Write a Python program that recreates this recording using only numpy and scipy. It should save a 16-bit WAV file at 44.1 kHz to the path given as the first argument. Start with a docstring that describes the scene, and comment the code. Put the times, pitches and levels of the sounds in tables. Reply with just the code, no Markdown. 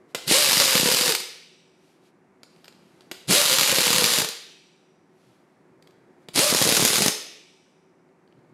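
"""Air wrench on three bolts

An air impact wrench works on three cylinder-head bolts in a garage, close to the microphone.
Each pull whirls up the vane motor, a wavering tone with a rush of exhaust, and the hammer rattles on the anvil.
The blows are short noise bursts and thuds; the valve springs and the room ring on after them.
Between bursts the socket clinks on iron, air seeps and the hose slides softly, over a low hum and rumble.
"""
import sys
import numpy as np
from scipy import signal
from scipy.fft import rfft, irfft
from scipy.io import wavfile

SR = 44100
rng = np.random.default_rng(int(sys.argv[2]) if len(sys.argv) > 2 else 0)


def transcribe(u):
    """Save the signal u as a 16-bit wav file named by the first command-line argument.

    u: samples, shape (n,) or (channels, n), limited to [-1, 1]; the rate is SR.
    q: integer samples, one column per channel.
    """
    v = np.clip(np.atleast_2d(u).T, -1, 1)
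    q = np.round(v * 32767).astype(np.int16)
    wavfile.write(sys.argv[1], SR, q)


N = 376173
TIME = np.arange(N) / SR


def from_db(db):
    """Turn decibels into a gain."""
    return 10 ** (np.asarray(db) / 20)


def rms_one(x):
    """Scale to rms 1."""
    return x / np.sqrt(np.mean(x ** 2) + 1e-20)


def in_time(rows):
    """Read each column of a time curve at every sample."""
    s, *columns = np.transpose(rows)
    return [np.interp(TIME, s, c) for c in columns]


def at_hz(points, hz):
    """Read a curve over frequency, on a logarithmic frequency axis."""
    known_hz, values = np.transpose(points)
    return np.interp(np.log(np.maximum(hz, 1)), np.log(known_hz), values)


def convolve(x, response):
    """Pass x through an impulse response."""
    return signal.fftconvolve(x, response)[:N]


def coloured(x, spectrum, size=4096):
    """Filter that answers at once (minimum phase) with this spectrum; white noise keeps its level."""
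    level_db = at_hz(spectrum, np.fft.rfftfreq(size, 1 / SR))
    cepstrum = irfft(np.log(from_db(level_db)))
    # folding the second half onto the first makes the filter causal
    cepstrum[1:size // 2] *= 2
    cepstrum[size // 2 + 1:] = 0
    response = irfft(np.exp(rfft(cepstrum)))
    return convolve(x, response / np.linalg.norm(response))


def noise():
    """White noise."""
    return rng.standard_normal(N)


def drift(per_s):
    """Random wandering with rms 1: straight lines between this many random points per second."""
    knots = np.arange(0, TIME[-1] + 1, 1 / per_s)
    return rms_one(np.interp(TIME, knots, rng.standard_normal(len(knots))))


def clicks(times, sizes):
    """One impulse per event."""
    out = np.zeros(N)
    places = np.round(np.asarray(times) * SR).astype(int)
    np.add.at(out, np.clip(places, 0, N - 1), sizes)
    return out


def crash(strikes, t60):
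    """Each strike wakes a crowd of dense modes: noise that dies away."""
    keep = from_db(-60 / (t60 * SR)) ** 2   # share of the energy left after one sample
    energy = signal.lfilter([1], [1, -keep], strikes ** 2 + 1e-18)
    return np.sqrt(energy) * noise()


def resonance(x, hz, width_hz):
    """Two-pole band-pass with gain 1 at its peak."""
    r = np.exp(-np.pi * width_hz / SR)
    top = np.array([1, 0, -1]) * (1 - r * r) / 2
    bottom = [1, -2 * r * np.cos(2 * np.pi * hz / SR), r * r]
    return signal.lfilter(top, bottom, x + 1e-18)


# one pull of the trigger per bolt: (pressed [s], released [s], valve opening time [s],
# time until the hammer bites [s], and relative levels: air flow [dB], motor tone [dB],
# recoil [dB], socket ring [dB])
BURSTS = [(0.262, 1.103, .018, 0.15, -20, -35.5, -1.5, 1.5),
          (3.274, 4.193, 0.013, 0.13, -20, -35.5, -0.5, -1),
          (6.335, 7.063, 0.018, 0.12, -19.5, -36, 4.5, -8.5)]
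# the speed that each bolt allows the motor as it tightens: (time [s], speed [vane passes per s])
LOAD_1 = [(.42,590),(0.488,540),(.57,600),(0.679,538),(.86,481),(.92,504),(1.1,465),(1.16,376),(1.3,360)]
LOAD_2 = [(3.451,598),(3.52,508.2),(3.59,559.3),(3.69,571.9),(3.91,464.5),(3.98,506.9),(4.07,474),(4.181,477.8),(4.3,430)]
LOAD_3 = [(6.49,602),(6.6,438.8),(6.68,487.7),(6.8,424),(6.88,458.6),(6.92,425),(6.97,469.4),(7.04,425.3),(7.2,433)]
# blows that stand out of the rattle, and the last ones as the rotor coasts:
# (time [s], relative crack level [dB], relative thud level [dB])
BLOWS = [(0.279,-22,-34.5), (0.312,-15.5,-16), (0.322,-14.5,-30), (0.5186,-14.5,-27.5),
         (0.7974,-15.5,-22.5), (0.8311,-20.5,-19), (0.8584,-18.5,-17.5), (0.8874,-17.5,-23),
         (1.079,-16,-23), (1.1213,-16.5,-34), (1.1496,-16,-41.5), (1.202,-27.5,-44), (3.309,-15,-19.5),
         (3.324,-17,-22), (3.585,-13,-26), (3.725,-19.5,-21.5), (3.7844,-14.5,-17), (3.8683,-15,-23),
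         (3.9041,-15.5,-21), (3.9448,-19.5,-26), (3.9822,-15,-21.5), (4.0217,-23,-16.5), (4.0414,-13,-22),
         (4.1977,-17,-33), (4.218,-19.5,-20), (4.246,-23,-30), (4.288,-25,-37), (6.359,-18,-25.5),
         (6.376,-20,-15), (6.391,-14,-21), (6.5256,-25.5,-16.5), (6.5475,-15,-15), (6.6155,-17,-13.5),
         (6.6542,-23,-17.5), (6.665,-24.5,-17.5), (6.674,-16,-17), (6.7747,-20,-18.5), (6.7956,-24.5,-16),
         (6.8247,-19,-15), (6.982,-16,-19.5), (7.0062,-21,-16), (7.0207,-15,-15), (7.061,-15,-16),
         (7.0812,-13.5,-18)]
# the rotor spins up along an S-curve from the first speed (vane passes per s)
KICK_HZ, SPIN_UP_S, SPIN_UP_SHAPE = 134.9, .068, 2.5
FLUTTER, FLUTTERS_PER_S = .015, 45   # the motor's speed flutters at random, by this share
SURGE_DB = 4.5   # extra air until the hammer bites
# the tone is strong in the spin-up and again as the bolt comes tight
TONE_SURGE_DB, TONE_STRAIN_DB, STRAIN_S = 10, 5, 0.36
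AIR_FADE_S, TONE_FADE_S = 0.022, .045   # fade after release
AIR_WAVER_DB, TONE_WAVER_DB, WAVERS_PER_S = 0.86, 3, 26


def burst(pull, load, bolt, free_air_db=5.5, loose_db=-6.5, slack_db=-9.0, tighten_s=.3):
    """One bolt: air surges before the hammer bites, then the recoil grows as the bolt tightens."""
    start, end, open_s, bite_s, air_db, tone_db, recoil_db, ring_db = pull
    age = np.maximum(TIME - start, 0)
    spin_up = 1 - np.exp(-(age / SPIN_UP_S) ** SPIN_UP_SHAPE)
    speed = KICK_HZ + (in_time(load)[0] - KICK_HZ) * spin_up
    flutter = 1 + FLUTTER * drift(FLUTTERS_PER_S)
    vanes = np.cumsum(speed * flutter * (TIME > start)) / SR   # vane passes so far

    unloaded = np.exp(-(age / bite_s) ** 4)   # 1 while spinning up, 0 once the hammer works
    strain = np.exp(-np.abs(TIME - end) / STRAIN_S)
    flow_db = air_db + SURGE_DB * unloaded + AIR_WAVER_DB * drift(WAVERS_PER_S)
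    flow = trigger(start, end, open_s, AIR_FADE_S) * from_db(flow_db)
    whirl_db = tone_db + TONE_SURGE_DB * unloaded + TONE_STRAIN_DB * strain
    whirl_db = whirl_db + TONE_WAVER_DB * drift(WAVERS_PER_S)
    tone = trigger(start, end, open_s, TONE_FADE_S) * from_db(whirl_db)
    grip = from_db(recoil_db + slack_db * np.exp(-age / tighten_s))

    own_blows = np.array([blow for blow in BLOWS if start - .5 < blow[0] < end + .5])
    air = motor(vanes, flow * from_db(free_air_db * unloaded), tone)
    blow_force = flow * from_db(loose_db * unloaded)   # the hammer is still loose at first
    return air + hammer(vanes, blow_force, grip, own_blows, bolt, ring_db)


LEAK_DB = -31   # level at which the valve starts to open


def trigger(start, end, open_s, fade_s):
    """The air valve opens from a leak and stays open for the burst; then what it drives fades out."""
    opening = from_db(LEAK_DB * np.exp(-np.maximum(TIME - start, 0) / open_s))
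    return (TIME > start) * opening * np.exp(-np.maximum(TIME - end, 0) / fade_s)


# colour of the exhaust rush: (frequency [Hz], level [dB per Hz])
EXHAUST = [(59, -50), (100, -20), (271, -13), (349, -6), (580, -4), (702, -7), (814, -9.5), (886, -13),
           (4070, -0.5), (5840, -7.5), (10600, -5), (12500, -14.5), (15800, -33.5)]


def motor(vanes, flow, tone, rush_db=-8.0, chop=0.35, tone_db=-3.0, second_db=-9.0, third_db=-19.5,
          rough=0.4, body_hz=320, body_width_hz=110):
    """The vanes chop the exhaust: a wavering tone and a pulsing rush of air."""
    angle = 2 * np.pi * vanes + rough * drift(150)
    hum = np.sin(angle) + from_db(second_db) * np.sin(2 * angle) + from_db(third_db) * np.sin(3 * angle)
    rush = coloured(noise() * flow * (1 + chop * np.cos(angle)), EXHAUST)
    whirl = from_db(tone_db) * tone * np.sqrt(2) * hum * (1 + rough * drift(90))
    # the rising tone sweeps through the housing's resonance
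    groan = resonance(resonance(whirl, body_hz, body_width_hz), body_hz, body_width_hz)
    return from_db(rush_db) * rush + whirl + groan


# clatter of tool, socket and head on each bolt: (frequency [Hz], level [dB per Hz])
BOLT_1 = [(290, -31.5), (500, -3), (630, -18), (841, -7), (1030, -6), (1460, -6.5), (2960, -1.5),
          (3180, -3.5), (4760, 0), (5660, -4.5), (7140, -6), (11300, -10.5), (12200, -6.5), (14500, -20),
          (15800, -31)]
BOLT_2 = [(290, -38), (500, -3.5), (639, -17.5), (805, -7), (986, -4), (1730, -4), (3040, -0.5), (3320, -1),
          (4690, 0.5), (5270, -3.5), (7140, -3.5), (8250, -8), (12500, -6.5), (14700, -19), (15800, -27)]
BOLT_3 = [(290, -29), (500, -8), (829, -8.5), (1460, -5), (1810, -5.5), (2180, -3), (2490, -5),
          (4560, -2.5), (5120, 0.5), (5830, -4), (6640, -1.5), (8370, -8), (9260, -5.5), (12500, -8),
          (15800, -27)]


def hammer(vanes, flow, grip, blows, bolt, ring_db, jitter_s=0.00054, spread_db=2.0, light_db=2.5,
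           weak_db=-2.0, hard_db=2.5, t60=0.024, rebound_s=0.003, rebound_db=-2.0, light_thud_db=-16.5,
           bite_share=.45, bite_db=3.0, bite_thud_db=-6.5, thud_spread_db=2.5):
    """A blow falls every fourth vane pass; some bite harder and kick the tool, every third only glances."""
    at = np.flatnonzero(np.diff(vanes // 4) > 0)
    chance = rng.standard_normal((len(at), 4))
    s = at / SR + jitter_s * chance[:, 0]
    hard_s, crack_db, thud_db = blows.T
    # regular blows leave room (6 ms) for the listed ones
    free = np.abs(s[:, None] - hard_s).min(axis=1) > .006
    glancing = np.arange(len(at)) % 3 == 0
    bites = ~glancing & (rng.random(N)[at] < bite_share)

    size = free * flow[at] * from_db(spread_db * chance[:, 1] + weak_db * glancing)
    first = clicks(s, size * from_db(light_db + bite_db * bites))
    first = first + clicks(hard_s, from_db(crack_db + hard_db))
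    # regular blows that do not bite rebound once
    rebound_times = s + rebound_s * from_db(2 * chance[:, 2])
    rebound = clicks(rebound_times, size * ~bites * from_db(rebound_db))
    steel = socket_ring(coloured(crash(first + rebound, t60), bolt), ring_db)

    kick_db = np.where(bites, bite_thud_db, light_thud_db) + thud_spread_db * chance[:, 3]
    kicks = clicks(s, size * grip[at] * from_db(kick_db)) + clicks(hard_s, from_db(thud_db))
    return steel + thud(kicks)


# resonances of socket and anvil: (frequency [Hz], width [Hz], relative level [dB])
SOCKET = [(2880, 44, -10), (4020, 62, -9), (4880, 180, -9.5), (7100, 200, -12.5), (9400, 150, -18.5),
          (12100, 200, -6.5)]


def socket_ring(x, ring_db):
    """The steel socket adds its own short resonances."""
    return x + sum(from_db(db + ring_db) * resonance(x, hz, width) for hz, width, db in SOCKET)


# colour of the thud of a blow through the tool body: (frequency [Hz], level [dB per Hz])
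THUD = [(30,-42),(60,-24.5),(100,-10),(160,1),(320,-1.5),(500,-4),(900,-11.5),(1600,-16.5),(4000,-38.5)]


def thud(strikes, push_db=17.5, shake_db=-3.5, t60=.035):
    """The recoil is one push on the tool body, which then shakes briefly."""
    return coloured(from_db(push_db) * strikes + from_db(shake_db) * crash(strikes, t60), THUD)


# the socket touches bolt or head: (time [s], relative strength [dB],
# knock relative to that strength [dB], brightness limit [Hz])
TOUCHES = [(0.1477,-10.5,-10,11900),(2.4326,-31,-26,12000),(2.5624,-43.5,-17,12000),(2.6442,-34.5,-19.5,11930),(2.656,-35.5,-22.5,8954),(2.6804,-30.5,-30,12000),(2.725,-41,-23,8980),(3.0079,-36.5,-20,10930),(3.02,-43,-23,9040),(3.1137,-18,-14.5,11980),(3.1202,-27.5,-20,8940),(5.8245,-40,-22.5,14260),(5.873,-39,-23,14030),(5.908,-44,-20,11040),(6.2857,-25.5,-3,9070),(8.089,-46,-18,2570),(8.2766,-49,-15,5900),(8.3247,-40,-17.5,2386)]
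# colour of the clink: (frequency [Hz], level [dB per Hz])
CLINK = [(150,-14),(350,4),(800,-2.5),(1400,-2.5),(2400,0.5),(4600,0.5),(6000,-7.5),(8000,-7.5),(10500,-13),(12300,-11.5),(13300,-17),(15500,-30.5)]
# the socket's own high ping when it is tapped
PING_HZ, PING_WIDTH_HZ, PING_DB = 12300, 60, 13.0


def socket_touches(clink_db=-8.5, knock_db=-3.5, t60=0.031, firm_db=-20.0, longer_per_db=0.3,
                   knock_low_hz=130):
    """Steel meets iron: a clink, shorter when the touch is soft, with a ping and a knock under it."""
    clink = 0
    for s, strength_db, rel_db, bright_hz in TOUCHES:
        dull = signal.butter(2, min(bright_hz, .45 * SR), fs=SR, output="sos")
        lasts = t60 * from_db(longer_per_db * (strength_db - firm_db))
        strike = clicks([s], from_db(strength_db + clink_db))
        clink = clink + signal.sosfilt(dull, crash(strike, lasts))
    clink = coloured(clink, CLINK)
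    ping = from_db(PING_DB) * resonance(clink, PING_HZ, PING_WIDTH_HZ)

    s, strength_db, rel_db, bright_hz = np.transpose(TOUCHES)
    knock = thud(clicks(s, from_db(strength_db + rel_db + knock_db)))
    low_cut = signal.butter(2, knock_low_hz, "high", fs=SR, output="sos")
    return socket_ring(clink, ring_db=-5.5) + ping + signal.sosfilt(low_cut, knock)


# how strongly the springs' crowd of modes rings: (frequency [Hz], level [dB])
SPRINGS = [(1800,-16),(2300,-0.5),(2550,2),(2800,-0.5),(3400,-5),(3900,-5),(4300,-12),(4950,-4.5),(5350,-5.5),(5650,4),(6000,1.5),(6400,-13),(7900,-3.5),(12000,-21)]
# the springs' clearest notes: (frequency [Hz], level [dB], time to fall 60 dB [s])
SPRING_NOTES = [(2315,-3,1.5),(2396,-5,1.5),(2552,-0.5,1.4),(2600,-5,1.3),(3036,-5.5,1.4),(3386,-6,1.2),(3880,-0.5,1.1),(4940,-9,1.4),(5600,-7.5,1.5),(5733,-5.5,1.5),(5911,-4,1.6),(7736,-8.5,1.4)]


def valve_springs(x, crowd_db=-29.0, t60=1.5):
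    """Shaken through the head, the springs sing on: a few clear notes in a crowd of modes."""
    t = TIME[:SR * 2]
    ring = rng.standard_normal(len(t)) * np.exp(-np.log(1000) * t / t60)
    crowd = coloured(convolve(x, ring / np.linalg.norm(ring)), SPRINGS)
    notes = 0
    for hz, db, decay_s in SPRING_NOTES:
        width_hz = np.log(1000) / np.pi / decay_s   # a longer ring is a narrower resonance
        notes = notes + from_db(db) * resonance(x, hz, width_hz)
    return from_db(crowd_db) * crowd + notes


# how long the garage echoes; a negative time makes the echo swell: (frequency [Hz], time for 60 dB [s])
ROOM_T60 = [(150,-0.1),(400,1),(1000,0.46),(2800,0.9451),(7000,.5),(14000,0.41)]
# how loud the echo is: (frequency [Hz], level [dB per Hz])
ROOM_DB = [(100,-25),(250,-15),(450,-12),(1000,-8),(3000,-7),(6000,-4),(10000,-3.5),(15000,-10.5)]


def garage(x, first_echo_s=0.0029, count=12):
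    """Diffuse 2 s echo with its own rate in each band: most die away, the lowest swell until it ends."""
    t, response = TIME[:SR * 2], 0
    edges = np.geomspace(80, 16000, count + 1)
    for low, high in zip(edges, edges[1:]):
        hz = np.sqrt(low * high)
        fade = (t > first_echo_s) * np.exp(-np.log(1000) * t / at_hz(ROOM_T60, hz))
        echoes = rng.standard_normal(len(t)) * fade / np.linalg.norm(fade)
        band = signal.butter(2, [low, high], "band", fs=SR, output="sos")
        response = response + from_db(at_hz(ROOM_DB, hz)) * signal.sosfilt(band, echoes)
    return convolve(x, response)


# air seeps past the half-pressed trigger before a burst: (start time [s], level [dB])
SEEPS = [(0.152, -40.5), (3.118, -49)]
# colour of the seeping air: (frequency [Hz], level [dB per Hz])
SEEP = [(150,-14),(330,1),(850,-3),(1200,-10),(1600,-4),(2100,-10),(3200,2),(4500,-2),(5800,-13),(7600,-8),(12000,-16),(15500,-32)]
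SEEP_FADE_S = .12


def seep():
    """A soft hiss of escaping air that dies down as the tool is settled on the bolt."""
    level = sum(from_db(db) * (TIME > s) * np.exp(-np.abs(TIME - s) / SEEP_FADE_S) for s, db in SEEPS)
    return level * coloured(noise(), SEEP)


# the air hose slides as the tool is carried about: (middle time [s], half length [s], level [dB])
SLIDES = [(0.11,0.025,-68), (1.89,0.11,-68.5), (2.065,.04,-67.5), (2.584,.13,-70.5), (2.92,.25,-68.5),
          (5.267,.13,-70.5), (5.501,0.21,-80), (6.23,.03,-74)]
# colour of the hiss of hose and background: (frequency [Hz], level [dB per Hz])
HISS = [(1500,-9.5),(2500,4.5),(5000,0),(6500,-4),(10500,-6.5),(12800,-10),(13800,-20.5),(15500,-30.5)]


def hose():
    """Each slide is a soft hiss that swells and fades."""
    level = sum(from_db(db) * np.exp(-((TIME - s) / half_s) ** 2) for s, half_s, db in SLIDES)
    return level * coloured(noise(), HISS)


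# colour of the background rumble: (frequency [Hz], level [dB per Hz])
RUMBLE = [(15, -67), (25, -35), (32, -43.5), (62, -24), (154, -7.5), (271, -2.5), (309, -4.5), (373, 2.5),
          (404, -7), (2240, -21.5), (3180, -36.5), (4870, -38.5), (5720, -37.5), (9020, -40), (15000, -55)]
# notes of the hum: (frequency [Hz], level [dB])
HUM = [(163,-71.5),(188.4,-75),(376.8,-70.5),(759,-81.5),(900,-80.5)]
RUMBLE_LEVEL_DB, HISS_LEVEL_DB, SINK_DB, RECOVER_DB_PER_S = -57.0, -82.5, 7, 3.5


def background(waver=.6):
    """Low rumble, faint hiss and a wavering hum; rumble and hiss sink in each burst, then creep back."""
    sinks = []
    for start, end, *_ in BURSTS:
        left_db = np.clip(SINK_DB - RECOVER_DB_PER_S * (TIME - end), 0, SINK_DB)
        sinks.append((TIME > start) * left_db)
    sunk_db = np.max(sinks, axis=0)
    rumble = from_db(RUMBLE_LEVEL_DB) * coloured(noise(), RUMBLE)
    hiss = from_db(HISS_LEVEL_DB) * coloured(noise(), HISS)
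    hum = 0
    for hz, db in HUM:
        angle = 2 * np.pi * hz * TIME + waver * drift(32)
        hum = hum + from_db(db) * np.sqrt(2) * np.sin(angle)
    return from_db(-sunk_db) * (rumble + hiss) + hum


def scene():
    """Tool and engine close by; from each new place the tool meets other echoes of the garage."""
    settings = zip(BURSTS, (LOAD_1, LOAD_2, LOAD_3), (BOLT_1, BOLT_2, BOLT_3))
    sounds = [burst(*each) for each in settings] + [socket_touches()]
    near = sum(sounds)
    springs = valve_springs(near)
    echoes = sum(garage(x) for x in sounds)
    mix = near + springs + echoes + seep() + hose() + background()
    return mix[None]


PEAK_LIMIT, CUTOFF_HZ = .58, 15750   # squashing limit before the top cut; upper end of the treble


def record(dry):
    """The loudest peaks are squashed, then the top of the treble is cut."""
    squashed = dry / (1 + (dry / PEAK_LIMIT) ** 4) ** .25
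    top_cut = signal.ellip(12, .1, 80, CUTOFF_HZ, fs=SR, output="sos")
    return signal.sosfilt(top_cut, squashed)


dry = scene()
out = record(dry)
transcribe(out)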